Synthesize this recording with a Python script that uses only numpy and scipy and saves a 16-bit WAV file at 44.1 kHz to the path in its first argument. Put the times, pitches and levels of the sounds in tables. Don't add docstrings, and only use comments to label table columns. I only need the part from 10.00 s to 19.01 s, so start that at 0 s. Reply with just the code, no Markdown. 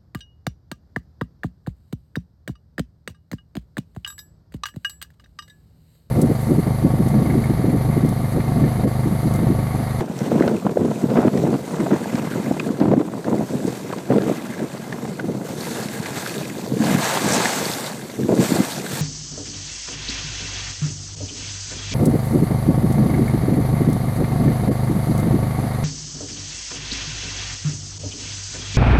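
import sys
import numpy as np
from scipy import signal
from scipy.io import wavfile

SR = 44100
rng = np.random.default_rng(int(sys.argv[2]) if len(sys.argv) > 2 else 0)


def undo_db(level):
    steps = np.asarray(level, float) / 20
    return 10 ** steps


def waveform_to_disk(signal):
    frames = np.transpose(np.atleast_2d(signal))
    scaled = np.clip(frames, -1, 1) * 32767
    samples = np.round(scaled).astype(np.int16)
    wavfile.write(sys.argv[1], SR, samples)


N = 397341
CURVE_STEP = 40


def rms_one(x):
    return x / np.sqrt(np.mean(x ** 2) + 1e-20)


def drift(rate):
    r = np.exp(-40 * np.pi * rate / SR)
    noise = rng.standard_normal(N // 20 + 2002)
    slow = signal.lfilter([1], [1, -2 * r, r * r], noise)[2000:]
    return np.interp(np.arange(N) / 20, np.arange(len(slow)), rms_one(slow))


def bands(sources, spectrum, per_octave):
    hz_points, db_points = np.transpose(spectrum)
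    octaves = np.log2(hz_points[-1] / hz_points[0])
    edges = hz_points[0] * 2 ** np.linspace(0, octaves, int(octaves * per_octave) + 1)
    for k, (low, high) in enumerate(zip(edges, edges[1:])):
        centre_hz = np.sqrt(low * high)
        band_filter = signal.butter(2, [low, high], "band", fs=SR, output="sos")
        band = signal.sosfilt(band_filter, sources[k % 2])
        yield centre_hz, band * undo_db(np.interp(np.log(centre_hz), np.log(hz_points), db_points))


def blend(layers):
    powers = [undo_db(2 * level_db) for level_db, _ in layers]
    total = sum(powers)
    colour_db = sum(p * colour for p, (_, colour) in zip(powers, layers)) / total
    points = np.arange(len(total))
    return [np.interp(np.arange(N) / CURVE_STEP, points, c) for c in (10 * np.log10(total), colour_db)]


def gusts():
    # time_s, level_db
    breeze = [(0, -30.5), (1.65, -30), (1.75, -23.5), (2.02, -26), (2.35, -25), (2.75, -28), (3.1, -30),
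              (4.4, -31.5), (4.7, -33), (4.9, -30), (5.5, -30.5), (5.95, -31), (6.25, -29.5), (6.6, -30),
              (7.6, -28.5), (8.1, -34), (8.72, -31), (9.01, -31.5)]
    # start_s, length_s, level_db, brightness_db of the small eddies
    gust_list = [(0.0, 0.015, -18, -6.5), (0.214, 0.12, -21, -7.5), (0.318, 0.19, -15, -7),
                 (0.495, .07, -22, -6), (0.658, 0.065, -20, -7), (0.765, 0.16, -19, -8.5),
                 (1.038, 0.015, -15.5, -7.5), (1.098, 0.18, -17, -5), (1.319, 0.078, -18, -8.5),
                 (1.432, 0.12, -13.5, -9), (1.8, 0.063, -20, -6.5), (1.914, 0.048, -18.5, -3),
                 (2.115, 0.044, -25.5, -7), (2.456, 0.065, -22, -7), (2.607, .13, -28, -9),
                 (2.81, 0.13, -11.5, -9), (2.978, 0.034, -17, -7.5), (3.257, 0.17, -21, -6.5),
                 (3.516, 0.17, -22.5, -9.5), (4.103, 0.07, -14, -6.5), (4.211, 0.11, -21, -8),
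                 (4.595, 0.054, -23.5, -8), (5.037, 0.031, -23, -11), (5.19, 0.19, -26.5, -8),
                 (6.705, .12, -21, -10.5), (6.856, 0.13, -17, -10), (7.247, 0.15, -22, -5.5),
                 (8.197, 0.055, -15, -22), (8.292, 0.14, -14, -9), (8.498, 0.12, -19.5, -5.5)]
    rise_db_per_s, fall_db_per_s = 900.0, 503
    t = np.arange(0, N, CURVE_STEP) / SR
    layers = [(np.interp(t, *np.transpose(breeze)), -5)]
    for start_s, length_s, level_db, bright_db in gust_list:
        before_s = np.clip(start_s - t, 0, .2)
        after_s = np.clip(t - start_s - length_s, 0, .2)
        layers.append((level_db - rise_db_per_s * before_s - fall_db_per_s * after_s, bright_db))
    return blend(layers)


def wind():
    # pitch_hz, level_db per Hz
    eddies = [(15, -63), (25, -69), (65, -38), (112, -3), (171, 5), (461, -5.5), (1000, -23.5),
              (1510, -36.5), (1700, -37.5), (2600, -66), (3380, -70), (5720, -120)]
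    gust_db, bright_db = gusts()
    lumps = rms_one(drift(60.5) - drift(5.2) * 0.27)
    bursts = np.clip(drift(102.0), 0, 1.7)
    out = 0
    for hz, band in bands(rng.standard_normal((2, N)), eddies, 2):
        small = np.clip(np.log2(hz / 336.0), 0, 1.6)
        joined = np.clip(np.log2(hz / 60.0) / 2.08, 0, 1)
        flutter_db = joined * 2.82 * lumps + 1.66 * drift(19.5) + small * 4.72 * bursts
        lag_db = (1 - joined) * 0.44 * (gust_db + 25.5)
        out = out + band * undo_db(flutter_db - lag_db + small * 1.62 * (bright_db + 5.5))
    return undo_db(gust_db + 0.72) * rms_one(out)


def swings(events, cycles, trim_db):
    out = np.zeros(N)
    for s, peak_db, hz in events:
        turns = np.arange(int(5 * SR / hz)) / SR * hz
        swell = np.exp(-((turns - 2.03 * cycles) / cycles) ** 2)
        swing = swell * np.sin(2 * np.pi * turns + rng.uniform(0, 2 * np.pi))
        at = int(s * SR)
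        out[at:at + len(turns)] += undo_db(peak_db + trim_db) * swing[:N - at]
    return out


def buffets():
    # time_s, peak_db, pitch_hz
    large = [(0.094, -9.5, 196), (0.21, -4, 166), (0.352, -5, 232), (0.406, 4.5, 280), (0.663, -3, 254),
             (0.768, -3, 485), (1.035, 3.5, 236), (1.184, 1, 250), (1.25, -3, 315), (1.435, -6, 182),
             (1.916, 2, 231), (2.14, -1, 200), (2.506, -1.5, 232), (2.701, -2.5, 260), (2.804, -19, 223),
             (2.973, 2, 233), (3.325, -2, 235), (3.646, -2, 257), (4.104, -6, 185), (4.18, 3, 424),
             (5.852, -11, 199), (5.994, -11, 180), (6.716, -3, 220), (6.797, 0, 221), (6.943, 1, 202),
             (8.239, -3, 224), (8.39, -2, 200), (8.515, 1.5, 234), (8.598, 2.5, 229), (8.925, -11, 160)]
    # time_s, peak_db, pitch_hz
    flicks = [(0.315, -3, 487), (0.353, -9, 503), (0.406, -2, 480), (0.476, -0.5, 460), (0.665, -5, 724),
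              (0.771, 0, 530), (1.115, -7, 456), (1.182, -10, 530), (1.25, -4.5, 544), (1.344, -12, 487),
              (1.436, -2, 452), (1.88, -13, 546), (1.914, -9, 480), (2.057, -12.5, 673), (2.511, -6.5, 546),
              (2.935, 1.5, 510), (3.003, -17, 470), (3.28, -7.5, 546), (3.317, -23, 560), (3.34, -8.5, 594),
              (3.408, -8.5, 554), (3.534, -10.5, 426), (3.926, -13, 550), (4.102, -4, 473),
              (4.296, -3.5, 500), (4.603, -12, 567), (7.172, -5, 890), (7.454, -7, 818), (8.322, -7, 580),
              (8.374, -14, 550)]
    return swings(large, 0.78, trim_db=-5.5) + swings(flicks, 0.7, trim_db=-2.5)


def edge_load():
    # time_s, spray_db, coarseness_db of the chatter against the spray
    glide = [(0, -54, 3), (.2, -43, 4.5), (.45, -45, 4.5), (.75, -49, -3), (.92, -44.5, 0.5),
             (1.76, -44.5, 0.5), (2.2, -42.5, 5.5), (2.65, -45, 2), (2.95, -51.5, -1), (3.74, -42, 0.5),
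             (4.04, -47.5, 3), (4.33, -42, 4), (4.6, -46, 4.5), (5.0, -46.5, 1.5), (5.35, -48, -4),
             (6.7, -43, -5.5), (8.2, -42.5, -4.5), (9.01, -41, -12)]
    # hardest_s, spray_db, dig_in_s, let_go_s, coarseness_db
    bites = [(0.0, -42.5, .01, 0.027, 4), (5.46, -42.5, .02, .1, -1.5), (5.62, -38, 0.098, 0.2, -8),
             (5.8, -37.5, 0.21, 0.088, 1.5), (5.93, -38, 0.032, 0.097, 1), (6.06, -39, 0.055, 0.21, 3),
             (6.18, -34.5, 0.039, 0.31, -1.5), (6.91, -31, 0.11, 0.07, 4.5), (7.05, -27, 0.088, 0.23, 3.5),
             (7.36, -25, 0.16, 0.27, 1), (7.62, -29.5, 0.24, 0.26, -1.5), (7.87, -39, 0.18, 0.064, 4),
             (8.45, -30, .08, 0.26, -1), (8.72, -35, 0.19, 0.093, -1), (9.01, -32, 0.18, .1, -4)]
    t = np.arange(0, N, CURVE_STEP) / SR
    times, *columns = np.transpose(glide)
    layers = [[np.interp(t, times, c) for c in columns]]
    for s, db, dig_s, release_s, coarse_db in bites:
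        away = (t - s) / np.where(t < s, dig_s, release_s)
        layers.append((db - np.minimum(10 * away ** 2, 100), coarse_db))
    spray_db, coarse_db = blend(layers)
    return spray_db, spray_db + coarse_db


def grains(per_s, spread_db):
    sizes = undo_db(spread_db * np.minimum(rng.exponential(1, N), 5)) * rng.choice([-1, 1], N)
    return rms_one(sizes * (rng.random(N) < per_s / SR))


def resonance(x, hz, width_hz):
    r = np.exp(-np.pi * width_hz / SR)
    feedback = [1, -2 * r * np.cos(2 * np.pi * hz / SR), r * r]
    return signal.lfilter(np.array([1, 0, -1]) * (1 - r * r) / 2, feedback, x)


def ringing(modes, ridges, loose, crumbs_per_s):
    out = 0
    for hz, width_hz, db in modes:
        crumbs = loose * grains(crumbs_per_s * undo_db(2.2 * ridges), 4.0)
        rush = (0.39 + 0.69 * (1 - loose)) * rng.standard_normal(N)
        ring = rms_one(resonance(crumbs + rush, hz, width_hz))
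        out = out + undo_db(db + 2.9 * loose * drift(14.0)) * ring
    return out


def skis():
    # pitch_hz, level_db per Hz
    spray_tone = [(1290, 0), (2200, -5.5), (2440, -5.5), (2950, -7.5), (3640, -3), (4530, -3.5), (4990, -6),
                  (5920, -2.5), (7930, -1.5), (10100, -8), (13100, -8.5), (14700, -13), (15300, -19)]
    # pitch_hz, level_db per Hz
    chatter_tone = [(290, -26), (500, 5), (807, 6.5), (1350, -1), (1640, -4.5), (2790, -8.5), (3600, -11),
                    (4680, -55), (7920, -120)]
    # pitch_hz, width_hz, level_db
    ski_body = [(1636, 110, -4), (2060, 76, -7.5), (2500, 210, -9.5)]
    # pitch_hz, width_hz, level_db
    edge_sing = [(3700, 510, -3.5), (4420, 380, -1.5)]
    # time_s, level_db against the broad scrape
    free_ring = [(0, -6.5), (5.3, -3.5), (5.7, -2), (6.1, -1.5), (6.6, 0.5), (6.9, -4), (9.01, -3)]
    spray_db, chatter_db = edge_load()
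    ring_db = np.interp(np.arange(N) / SR, *np.transpose(free_ring))
    loose = np.clip((-22.0 - spray_db) / 12.0, .3, 1)
    ridges = loose * drift(45.0)

    fine = [rng.standard_normal(N) + 0.5 * grains(1200.0, 5.1) for _ in range(2)]
    spray = 0
    for hz, band in bands(fine, spray_tone, 7):
        airy = np.clip(np.log2(hz / 8200.0) / 0.41, 0, 1)
        load_db = (1 - .6 * airy) * 1.3 * ridges - airy * 0.96 * np.maximum(spray_db + 30.5, 0)
        spray = spray + band * undo_db(load_db + 1.4 * drift(9.4))
    spray = rms_one(spray) + undo_db(ring_db - 7.5) * ringing(edge_sing, ridges, loose, 400.0)

    coarse = [rng.standard_normal(N) + 0.28 * loose * grains(580.0, 1.14) for _ in range(2)]
    rattle = 0
    for _, band in bands(coarse, chatter_tone, 3):
        rattle = rattle + band * undo_db(2.0 * loose * drift(36.0))
    chatter = undo_db(2.1 * ridges) * rms_one(rattle)
    chatter = chatter + undo_db(ring_db) * ringing(ski_body, ridges, loose, 170.0)
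    return undo_db(spray_db - 0.02) * spray + undo_db(chatter_db + 2.0) * rms_one(chatter)


def ticks(events, width_hz, length_ms, trim_db):
    out, t = np.zeros(N), np.arange(1800) / SR
    for s, peak_db, hz, edge_db in events:
        fade = np.exp(-t * 1000 / length_ms) * np.minimum(t / .0008, 1)
        crackle = rng.standard_normal(len(t)) * fade
        ring = resonance(resonance(crackle, hz, width_hz), hz, 1.76 * width_hz)
        wide = signal.butter(3, [.5 * hz, min(2.96 * hz, 9300)], "band", fs=SR, output="sos")
        edge = signal.sosfilt(wide, crackle)
        tick = ring / np.abs(ring).max() + undo_db(edge_db) * edge / np.abs(edge).max()
        at = int(s * SR)
        out[at:at + len(t)] += undo_db(peak_db + trim_db) * tick[:N - at]
    return out


def boot_knocks():
    # time_s, peak_db, pitch_hz, edge_db of the wide part against the peak
    knock_list = [
        (0.006, -9.5, 700, -17),
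        (0.665, -10, 842, -17),
        (0.693, -17, 805, -14),
        (2.599, -16, 1100, 3),
        (3.928, -23, 930, -13),
        (3.933, -13, 970, -17),
        (5.052, -18, 802, -9),
        (5.076, -20, 872, -12),
    ]
    return ticks(knock_list, 330.0, 3.0, trim_db=-6.5)


def ice_ticks():
    crumb_hits = [(0.3996, -24, 1600, -1), (0.4224, -13.5, 1700, -20), (0.4773, -20, 1420, -2),
                  (0.6685, -20, 1300, -20), (1.1014, -30, 1330, 2), (1.186, -25, 1340, -15),
                  (1.374, -29, 1980, 5), (1.5397, -21, 1270, -11), (2.154, -24, 2030, 2),
                  (2.3186, -21.5, 1610, -15), (2.337, -24, 1700, -9), (2.596, -16, 2520, -5.5),
                  (2.8, -29, 1600, 3), (3.2432, -22.5, 1630, -9), (3.925, -22.5, 1260, -18),
                  (3.9826, -34, 2000, 7), (4.1814, -18, 1420, -11), (4.2193, -28, 1470, 3),
                  (4.925, -19.5, 1790, -10), (5.195, -16, 1380, -20), (0.008, -38, 1680, 8),
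                  (5.885, -26, 2010, 5), (6.0586, -19.5, 2130, -1), (6.1644, -25, 2060, -9),
                  (6.2607, -15, 1510, -10), (6.4504, -33, 2060, 7), (6.498, -23, 1880, -14),
                  (6.986, -24, 2170, -5), (7.455, -7.5, 1800, -5), (8.097, -28, 2200, -3)]
    return ticks(crumb_hits, 390.0, 3.2, trim_db=-2.0)


def crust_cracks():
    # time_s, peak_db, pitch_hz, edge_db of the wide part against the peak
    cracks = [(0.1895, -20, 5780, -4), (2.596, -22, 2400, -8), (2.801, -34, 3490, -8),
              (7.174, -8, 3460, -12), (7.2864, -9, 7470, -10), (7.3218, -4.5, 5900, -6),
              (7.333, -4, 7740, -10), (7.3374, -9, 5900, -10), (7.342, -5, 7260, -10),
              (7.3624, -14, 7200, -10), (7.654, -8, 4360, -10), (7.7144, -9, 4370, -10),
              (7.7347, -9, 3970, -16), (7.863, -14, 4350, -10)]
    return ticks(cracks, 1060.0, 2.1, trim_db=-9.0)


def scene():
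    air = wind() + buffets()
    hits = boot_knocks() + ice_ticks() + crust_cracks()
    return (air + skis() + hits)[None]


def band_limit(x):
    return signal.sosfilt(signal.butter(12, 15380, fs=SR, output="sos"), x)


def record(dry):
    ceiling = .75
    x = signal.sosfilt(signal.butter(2, 77, "high", fs=SR, output="sos"), dry)
    x = x / (1 + np.abs(x / ceiling) ** 6) ** (1 / 6)
    x = signal.sosfilt(signal.ellip(12, .5, 70, 15350, fs=SR, output="sos"), x)
    return band_limit(x)


dry = scene()
out = record(dry)
waveform_to_disk(out)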